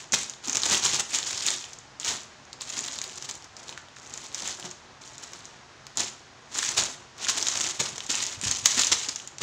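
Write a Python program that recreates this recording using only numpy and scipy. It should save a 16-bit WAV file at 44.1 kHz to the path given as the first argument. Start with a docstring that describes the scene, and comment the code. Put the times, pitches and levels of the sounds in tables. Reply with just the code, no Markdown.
"""Sharp snaps and dense crackle of thin film: plastic bags of part frames lifted, turned, stacked on a table.
Film: random clicks ring small patches; big creases snap at set pitches and set off dying swarms of buckles.
Frames: dense, dull grains follow the film's level. Landings: low tones and noise, a few cycles long.
Below: a steady murmur of filtered noise. A small room adds a noise tail and low standing waves;
a close small microphone adds hiss, soft limiting and band limits; its treble resonance is in the film's spectrum."""
import sys
import numpy as np
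from scipy import signal
from scipy.fft import rfft, irfft
from scipy.io import wavfile

SR = 44100
rng = np.random.default_rng(int(sys.argv[2]) if len(sys.argv) > 2 else 0)


def pcm_store(signal):
    """Save signal as 16-bit PCM."""
    levels = np.round(np.clip(np.atleast_2d(signal), -1, 1) * 32767)
    wavfile.write(sys.argv[1], SR, levels.astype(np.int16).T)


N = 415422

# Source levels apply ahead of echoes, room and microphone.
# Steady room murmur, spectrum: (frequency [Hz], relative level [dB])
MURMUR_SPECTRUM = [(18, -20), (30, -10), (134, -4), (184, -11.5), (215, -12.5), (384, -19), (473, -12),
                   (540, -17), (600, -10.5), (1630, -10.5), (2170, -13), (2980, -12.5), (3400, -13),
                   (6720, -15), (16000, -70)]
# Standing waves of the room: (frequency [Hz], width [Hz], gain over direct sound [dB])
ROOM_MODES = [(134.6, 9.7, -1), (219, 2.4, 5), (260.3, 14, 1.5), (361.7, 15, -5.5)]
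# Reflections off frames, table and wall: (delay [s], gain over direct sound [dB])
NEAR_ECHOES = [(.0004, -44), (.0009, -28), (.0016, -14), (.0025, -19.5)]
# Bags and hands landing: (time [s], peak [dB], pitch [Hz])
THUDS = [(0.128, -29, 205), (0.479, -32, 250), (0.71, -31, 198), (1.127, -39, 275), (1.503, -42, 260),
         (2.067, -45, 120), (2.075, -32, 850), (2.768, -39, 153), (4.428, -39, 205), (4.641, -35, 181),
         (5.992, -44, 259), (6.003, -29, 830), (7.798, -38, 135), (7.812, -27, 524), (7.917, -40, 132),
         (8.091, -34, 266), (8.175, -43, 108), (8.367, -39, 95), (8.431, -34, 200), (8.454, -30.5, 94),
         (8.622, -38, 99), (8.771, -32, 240), (8.902, -37, 80.7), (9.08, -37, 287)]
# Plastic frames knocking, spectrum: (frequency [Hz], relative level [dB])
FRAME_SPECTRUM = [(24, -53), (40, -11.5), (86, 1), (172, -2.5), (258, -2.5), (304, 0.5), (365, 1.5),
                  (474, -1), (912, 2.5), (2000, -4.5), (2600, -11), (4400, -120)]
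# Film through the microphone, spectrum: (frequency [Hz], relative level [dB])
FILM_SPECTRUM = [(530, -37.5), (900, -8), (1400, -11.5), (2830, -7), (3430, -5), (4920, -5.5), (6890, 0),
                 (7400, -3.5), (9000, -18), (11400, -29), (12800, -32.5), (14500, -25), (17000, -28)]
# A bag gripped, turned or put down:
# (start [s], end [s], crackle at start [dB], crackle at end [dB], extra frame knock [dB])
MOVES = [(0.0, 0.06, -40.5, -52, -2), (0.138, 0.25, -27, -41, -1), (0.443, 0.972, -37, -30, 1.7),
         (1.097, 1.53, -36.5, -32.5, -0.8), (1.52, 1.81, -36.5, -59.5, -6), (2.05, 2.147, -43, -34, 1),
         (2.638, 2.743, -48, -36.5, 1.5), (2.771, 3.36, -35, -50.5, -0.2), (3.575, 3.793, -50.5, -60, 7),
         (3.963, 4.253, -53.5, -44, 1), (4.321, 4.498, -42.5, -34, 0.3), (4.58, 4.72, -48, -51, 6.5),
         (5.018, 5.455, -50, -50, 3.5), (5.976, 6.041, -32, -34, 3), (6.46, 6.533, -62, -47.5, 9),
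         (6.545, 6.711, -40, -31, -1.1), (6.769, 6.828, -32, -26, 1.9), (7.19, 7.704, -35, -32.5, 0.5),
         (7.8, 7.871, -29.5, -35.5, 5.5), (7.9, 8.06, -41.5, -45, 2.5), (8.1, 8.353, -29.5, -41, -1),
         (8.431, 8.596, -28.5, -34.5, -3.5), (8.643, 8.955, -34, -30.5, -1.5),
         (8.995, 9.246, -32, -52, -2.5), (9.404, 9.424, -42, -19.5, 1)]
# A fold of film crushed at once: (time 42 % into it [s], top of swell [dB], length [s])
CRUNCHES = [(0.142, -14.5, 0.025), (0.554, -27, 0.02), (0.578, -31, 0.013), (0.628, -31, 0.011),
            (0.664, -24.5, 0.025), (0.738, -21.5, 0.13), (0.86, -23, 0.093), (0.941, -24, 0.044),
            (1.002, -23, 0.03), (1.156, -24, 0.071), (1.311, -28, 0.014), (1.378, -33, 0.0098),
            (1.482, -25.5, 0.03), (2.018, -39.5, 0.056), (2.096, -27.5, 0.15), (2.624, -37, 0.053),
            (2.79, -34.5, 0.06), (2.835, -49, 0.012), (2.884, -31, 0.017), (3.18, -37, 0.019),
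            (3.252, -36.5, 0.034), (3.298, -33, 0.03), (3.702, -46.5, 0.11), (4.464, -33, 0.025),
            (4.655, -36.5, 0.043), (5.237, -38.5, 0.033), (5.983, -32, 0.02), (6.006, -24.5, 0.038),
            (6.555, -34, 0.042), (6.59, -27.5, 0.067), (6.648, -29, 0.084), (6.776, -24, 0.012),
            (6.786, -19, 0.035), (7.2, -51, 0.046), (7.298, -21.5, 0.047), (7.381, -22, 0.023),
            (7.428, -37, 0.0087), (7.559, -27.5, 0.028), (7.613, -26, 0.024), (7.657, -34, 0.099),
            (7.806, -24, 0.03), (7.983, -36, 0.0071), (8.103, -26, 0.031), (8.147, -24, 0.014),
            (8.227, -25, 0.022), (8.477, -23.5, 0.023), (8.658, -24, 0.015), (8.714, -26.5, 0.037),
            (8.802, -20, 0.096), (8.926, -16.5, 0.03), (9.093, -24, 0.014)]
# Big creases snapping: (time [s], peak [dB], pitch [Hz])
SNAPS = [(0.1225, -9, 6300), (0.131, -10, 6680), (0.142, -22, 7560), (0.232, -17, 7840),
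         (0.2973, -17, 6460), (0.337, -25, 3540), (0.439, -35, 7020), (0.454, -27, 4330),
         (0.475, -19, 7200), (0.483, -14, 6230), (0.4965, -9.5, 6370), (0.53, -10, 6330),
         (0.5557, -9, 6000), (0.5699, -5.5, 5960), (0.619, -13, 6120), (0.6342, -4, 4130),
         (0.656, -8, 7110), (0.698, -9, 6350), (0.753, -14, 7450), (0.8285, -17, 3530), (0.862, -8, 5990),
         (0.9148, -18, 4780), (0.9333, -13, 7150), (0.9628, -11, 4450), (0.997, -10, 7100),
         (1.119, -23, 2580), (1.187, -10, 7410), (1.229, -15, 3880), (1.378, -18, 5170),
         (1.4035, -22, 4520), (1.4651, -7, 6760), (1.4852, -6.5, 3700), (1.5048, -9, 7970),
         (1.6417, -21.5, 3080), (1.733, -22.5, 6000), (1.7876, -27, 6760), (1.9993, -19, 7670),
         (2.0314, -21, 3400), (2.047, -13, 6500), (2.453, -37, 6500), (2.5303, -21.5, 4400),
         (2.61, -17, 4470), (2.618, -18, 8000), (2.702, -20, 6700), (2.9876, -16, 4000),
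         (3.0158, -14.5, 6400), (3.0398, -15.5, 4340), (3.0966, -29, 2500), (3.1773, -25, 7060),
         (3.2246, -18.5, 5680), (3.3116, -17, 7200), (3.3534, -26, 6250), (3.4239, -31, 5300),
         (3.4434, -25.5, 5430), (3.567, -23, 5100), (3.6817, -27, 4010), (3.6928, -19, 3860),
         (3.7263, -25, 2870), (3.7765, -22, 1550), (3.8855, -33.5, 3450), (3.967, -30, 1560),
         (4.067, -33, 6000), (4.1387, -18, 6930), (4.176, -17.5, 7040), (4.3462, -11.5, 6200),
         (4.4034, -23, 6270), (4.4219, -18, 4690), (4.4762, -14.5, 7600), (4.598, -23, 4690),
         (4.6268, -22.5, 3020), (4.7122, -22, 6350), (5.0767, -31, 6370), (5.181, -25.5, 7020),
         (5.3342, -22, 5680), (5.4545, -24.5, 6030), (5.8677, -25, 4340), (5.9723, -11.5, 7540),
         (6.558, -23.5, 1470), (6.59, -18, 1580), (6.629, -15, 1580), (6.6903, -9.5, 6800),
         (6.7715, -25, 3830), (6.7885, -11, 4000), (7.182, -31, 5560), (7.2472, -14.5, 3360),
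         (7.269, -17.5, 1500), (7.4134, -16, 4650), (7.4266, -6, 6070), (7.469, -9.5, 3630),
         (7.485, -5, 6460), (7.574, -11, 5800), (7.6003, -15, 7500), (7.6079, -11, 7200),
         (7.641, -12, 6160), (7.6735, -14, 6050), (7.697, -18, 7400), (7.8609, -17, 4500),
         (7.9808, -16, 6030), (8.005, -18.5, 3120), (8.066, -21, 6850), (8.1038, -14, 7750),
         (8.115, -12, 6800), (8.1537, -10, 6630), (8.2037, -15, 3880), (8.228, -17, 4610),
         (8.2382, -13, 6550), (8.266, -13.5, 6330), (8.414, -16, 8180), (8.437, -14, 9100),
         (8.5127, -6.5, 7300), (8.5497, -14.5, 5600), (8.658, 4.5, 6960), (8.6602, -6.5, 3370),
         (8.671, -9, 7490), (8.7459, -13, 6460), (8.794, -6, 7580), (8.835, -6.5, 3550),
         (8.847, -6.5, 6460), (8.8697, -6, 6070), (8.9224, -13, 6760), (9.0492, -30, 3720),
         (9.087, -16, 6630), (9.1598, -14, 6100), (9.1998, -24, 2950), (9.275, -20.5, 7100),
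         (9.3838, -21.5, 6250)]

MURMUR_DB = -52
ROOM_T60_S, ROOM_DB, ROOM_DULL_HZ = 0.39, -10.5, 10200
MIC_HISS_DB, MIC_STOPBAND_HZ = -88, 16200
USUAL_DB = -35   # crackle level of an ordinary grip
RISE_DB_PER_S, SETTLE_DB_PER_S = 1200, 183   # crackle slopes outside a move
# Frames: level at USUAL_DB, dB followed per dB of film level, constant faint rub
KNOCK_DB, KNOCK_DB_PER_DB, KNOCK_REST_DB = -47, 0.91, -54.5
BUCKLES_PER_S, THINNING_DB_PER_DB = 2000, 0.36   # nominal rate at USUAL_DB; how it follows the level
POPS_PER_S, POPS_RE_FILM_DB = 150, -6.5   # middling creases
CASCADE_T60_S, CASCADE_RE_SNAP_DB = 0.032, -15.5


def from_db(db):
    """Decibels to amplitude ratio."""
    return 10 ** (np.asarray(db) / 20)


def rms_one(x):
    """Scale to rms 1."""
    return x / np.sqrt(np.mean(x ** 2) + 1e-20)


def causal_response(spectrum, size=8192):
    """Minimum-phase impulse response of a spectrum, by folded cepstrum."""
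    hz, level_db = np.transpose(spectrum)
    grid_hz = np.arange(size // 2 + 1) * SR / size + 1
    grid_db = np.interp(np.log(grid_hz), np.log(hz), level_db)
    cepstrum = irfft(np.log(from_db(grid_db)))
    cepstrum[1:size // 2] *= 2
    cepstrum[size // 2 + 1:] = 0
    return irfft(np.exp(rfft(cepstrum)))


def colour(x, spectrum):
    """Filter to a spectrum."""
    return signal.oaconvolve(x, causal_response(spectrum))[:N]


def drift(rate_hz):
    """Slow random wander, rms 1: noise through a double one-pole low-pass."""
    r = np.exp(-2 * np.pi * rate_hz / SR)
    noise = rng.standard_normal(N + SR)
    return rms_one(signal.lfilter([1], [1, -2 * r, r * r], noise)[SR:])   # first second: run-in


def resonate(x, hz, cycles):
    """Two-pole resonance: falls 60 dB in the given cycles, gain about 1 on top."""
    r, w = from_db(-60 * hz / (cycles * SR)), 2 * np.pi * hz / SR
    gain = (1 - r * r) / 2
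    return signal.lfilter([gain, 0, -gain], [1, -2 * r * np.cos(w), r * r], x + 1e-18)


def grains(per_s, spread_db, clump_db, clump_hz):
    """Random clicks, few large among many small, in clumps; rms 1."""
    sizes = from_db(spread_db * np.minimum(rng.exponential(1, N), 5))
    signs = rng.choice([-1, 1], N)
    chance = per_s * from_db(clump_db * drift(clump_hz)) / SR
    return rms_one(sizes * signs * (rng.random(N) < chance))


def murmur():
    """Steady air and distant machinery: filtered noise, wavering a little."""
    level = from_db(MURMUR_DB + 0.5 * drift(3.2))
    return level * rms_one(colour(rng.standard_normal(N), MURMUR_SPECTRUM))


def standing_waves(x):
    """The small room rings on at a few low pitches."""
    ringing = 0
    for hz, width_hz, gain_db in ROOM_MODES:
        cycles = np.log(1000) * hz / (np.pi * width_hz)
        ringing = ringing + from_db(gain_db) * resonate(x, hz, cycles)
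    return x + ringing


def room(x):
    """Dense reflections: four decaying noise tails, fed in shares that cycle at fixed rates."""
    t = np.arange(SR // 2) / SR
    phase = 2 * np.pi * 1.3 * np.arange(N) / SR
    dull = signal.butter(1, ROOM_DULL_HZ, fs=SR)
    out = 0
    for share in (np.sin(phase), np.cos(phase), np.sin(1.7 * phase), np.cos(1.7 * phase)):
        tail = rng.standard_normal(len(t)) * from_db(-60 * t / ROOM_T60_S) * (t > 0.003)
        tail = signal.lfilter(*dull, tail)
        tail /= np.sqrt(2 * np.sum(tail ** 2))   # squared shares sum to 2
        out = out + signal.oaconvolve(x * share, tail)[:N]
    return out


def near_echoes(x):
    """Surfaces close to the bag turn each click into a short burst; tap energy 1."""
    taps = np.zeros(256)
    taps[0] = 1
    for k, (delay_s, gain_db) in enumerate(NEAR_ECHOES):
        taps[round(delay_s * SR)] = from_db(gain_db) * (-1) ** k
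    return signal.oaconvolve(x, taps / np.sqrt(np.sum(taps ** 2)))[:N]


def thuds():
    """A soft landing pushes air for a few uneven cycles: sine plus resonant noise."""
    out, t = np.zeros(N + SR), np.arange(SR // 4) / SR
    for time_s, peak_db, hz in THUDS:
        noise = rng.standard_normal(len(t))
        uneven = 0.48 * rms_one(resonate(noise, hz, cycles=2.1))
        envelope = t * from_db(-60 * t * hz / 7.7)
        push = (np.sin(2 * np.pi * hz * t) + uneven) * envelope
        out[round(time_s * SR):][:len(t)] += from_db(peak_db) * push / np.abs(push).max()
    return out[:N]


def frames(busy_db, extra_db):
    """The frames rub and tap each other as the film moves: duller, denser grains."""
    taps = grains(2500, spread_db=3.0, clump_db=3.0, clump_hz=25.0)
    knock_db = KNOCK_DB + extra_db + KNOCK_DB_PER_DB * (busy_db - USUAL_DB)
    level = np.hypot(from_db(knock_db), from_db(KNOCK_REST_DB))
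    return level * rms_one(colour(taps, FRAME_SPECTRUM))


def handling():
    """Crackle and extra knock [dB]: moves rise, hold course, settle; the loudest one counts."""
    t = np.arange(N) / SR
    levels = []
    for start, end, start_db, end_db, _ in MOVES:
        times = [start - 1, start, end, end + 1]
        course_db = [start_db - RISE_DB_PER_S, start_db, end_db, end_db - SETTLE_DB_PER_S]
        levels.append(np.interp(t, times, course_db))
    levels = np.array(levels)
    return levels.max(axis=0), np.array(MOVES)[levels.argmax(axis=0), -1]


def film_patches(clicks, cycles, patch_db):
    """Each click has a plain edge plus the ring of one patch of film, large or small."""
    pitches_hz = np.geomspace(1300, 10000, 12)
    dealt = rng.integers(0, 12, N)
    rings = sum(resonate(clicks * (dealt == k), hz, cycles) for k, hz in enumerate(pitches_hz))
    return colour(clicks + from_db(patch_db) * rings, FILM_SPECTRUM)


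def crackle(film_db):
    """Tiny buckles follow the handling: fewer and more separate as it calms."""
    density = from_db(THINNING_DB_PER_DB * (film_db - USUAL_DB)) + 0.015
    clicks = grains(BUCKLES_PER_S * density, spread_db=3.0, clump_db=6.0, clump_hz=35.0)
    clicks = clicks / np.sqrt(density)   # rate leaves the level alone
    return from_db(film_db) * rms_one(film_patches(clicks, cycles=5.4, patch_db=14.5))


def pops(busy_db):
    """Middling creases give way one by one, each ringing its own patch."""
    clicks = grains(POPS_PER_S, spread_db=2.5, clump_db=3.0, clump_hz=20.0)
    return from_db(busy_db + POPS_RE_FILM_DB) * rms_one(film_patches(clicks, cycles=11.0, patch_db=27.0))


def swarm_level():
    """Amplitude of buckle swarms: dying after each snap, swelling fast and fading in each crunch."""
    power = np.zeros(N + SR)
    fall = from_db(-60 * np.arange(SR // 10) / SR / CASCADE_T60_S)
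    for time_s, peak_db, _ in SNAPS:
        cascade = from_db(peak_db + CASCADE_RE_SNAP_DB) * fall
        power[round(time_s * SR):][:len(fall)] += cascade ** 2
    for time_s, level_db, length_s in CRUNCHES:
        swell = np.sin(np.pi * np.linspace(0, 1, round(length_s * SR)) ** 0.65) ** 2
        start = round((time_s - 0.42 * length_s) * SR)
        power[start:][:len(swell)] += (from_db(level_db) * swell) ** 2
    return np.sqrt(power[:N])


def swarms(level):
    """Many small buckles at once: dense clicks ringing film patches."""
    clicks = grains(7000, spread_db=3.5, clump_db=3.5, clump_hz=120.0)
    return level * rms_one(film_patches(clicks, cycles=8.1, patch_db=8.5))


def snaps():
    """A big crease flips: one sharp edge ringing at the pitch of the crease."""
    out, edge = np.zeros(N + 1024), causal_response(FILM_SPECTRUM)[:1024]
    signs = rng.choice([-1, 1], len(SNAPS))
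    for (time_s, peak_db, hz), sign in zip(SNAPS, signs):
        snap = edge + from_db(46.0) * resonate(edge, hz, cycles=10.5)
        out[round(time_s * SR):][:1024] += from_db(peak_db) * sign * snap / np.abs(snap).max()
    return out[:N]


def scene():
    """Bags, their room and its murmur; swarms also drive the frames and pops."""
    film_db, extra_db = handling()
    swarm = swarm_level()
    busy_db = 10 * np.log10(from_db(film_db) ** 2 + (from_db(-2.5) * swarm) ** 2)
    knocks = thuds() + frames(busy_db, extra_db)
    film = crackle(film_db) + swarms(swarm) + near_echoes(pops(busy_db) + snaps())
    bags = knocks + film
    return standing_waves(murmur() + from_db(ROOM_DB) * room(bags) + bags)[None]


def record(dry):
    """The microphone hisses faintly, loses deep bass, rounds the highest peaks; the top is cut."""
    heard = dry + from_db(MIC_HISS_DB) * rng.standard_normal(dry.shape)
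    heard = signal.sosfilt(signal.butter(2, 45.0, "high", fs=SR, output="sos"), heard)
    rounded = 0.83 * np.tanh(heard / 0.94)
    top_cut = signal.cheby2(20, 70, MIC_STOPBAND_HZ, fs=SR, output="sos")   # 70 dB down from there
    return signal.sosfilt(top_cut, rounded)


dry = scene()
out = record(dry)
pcm_store(out)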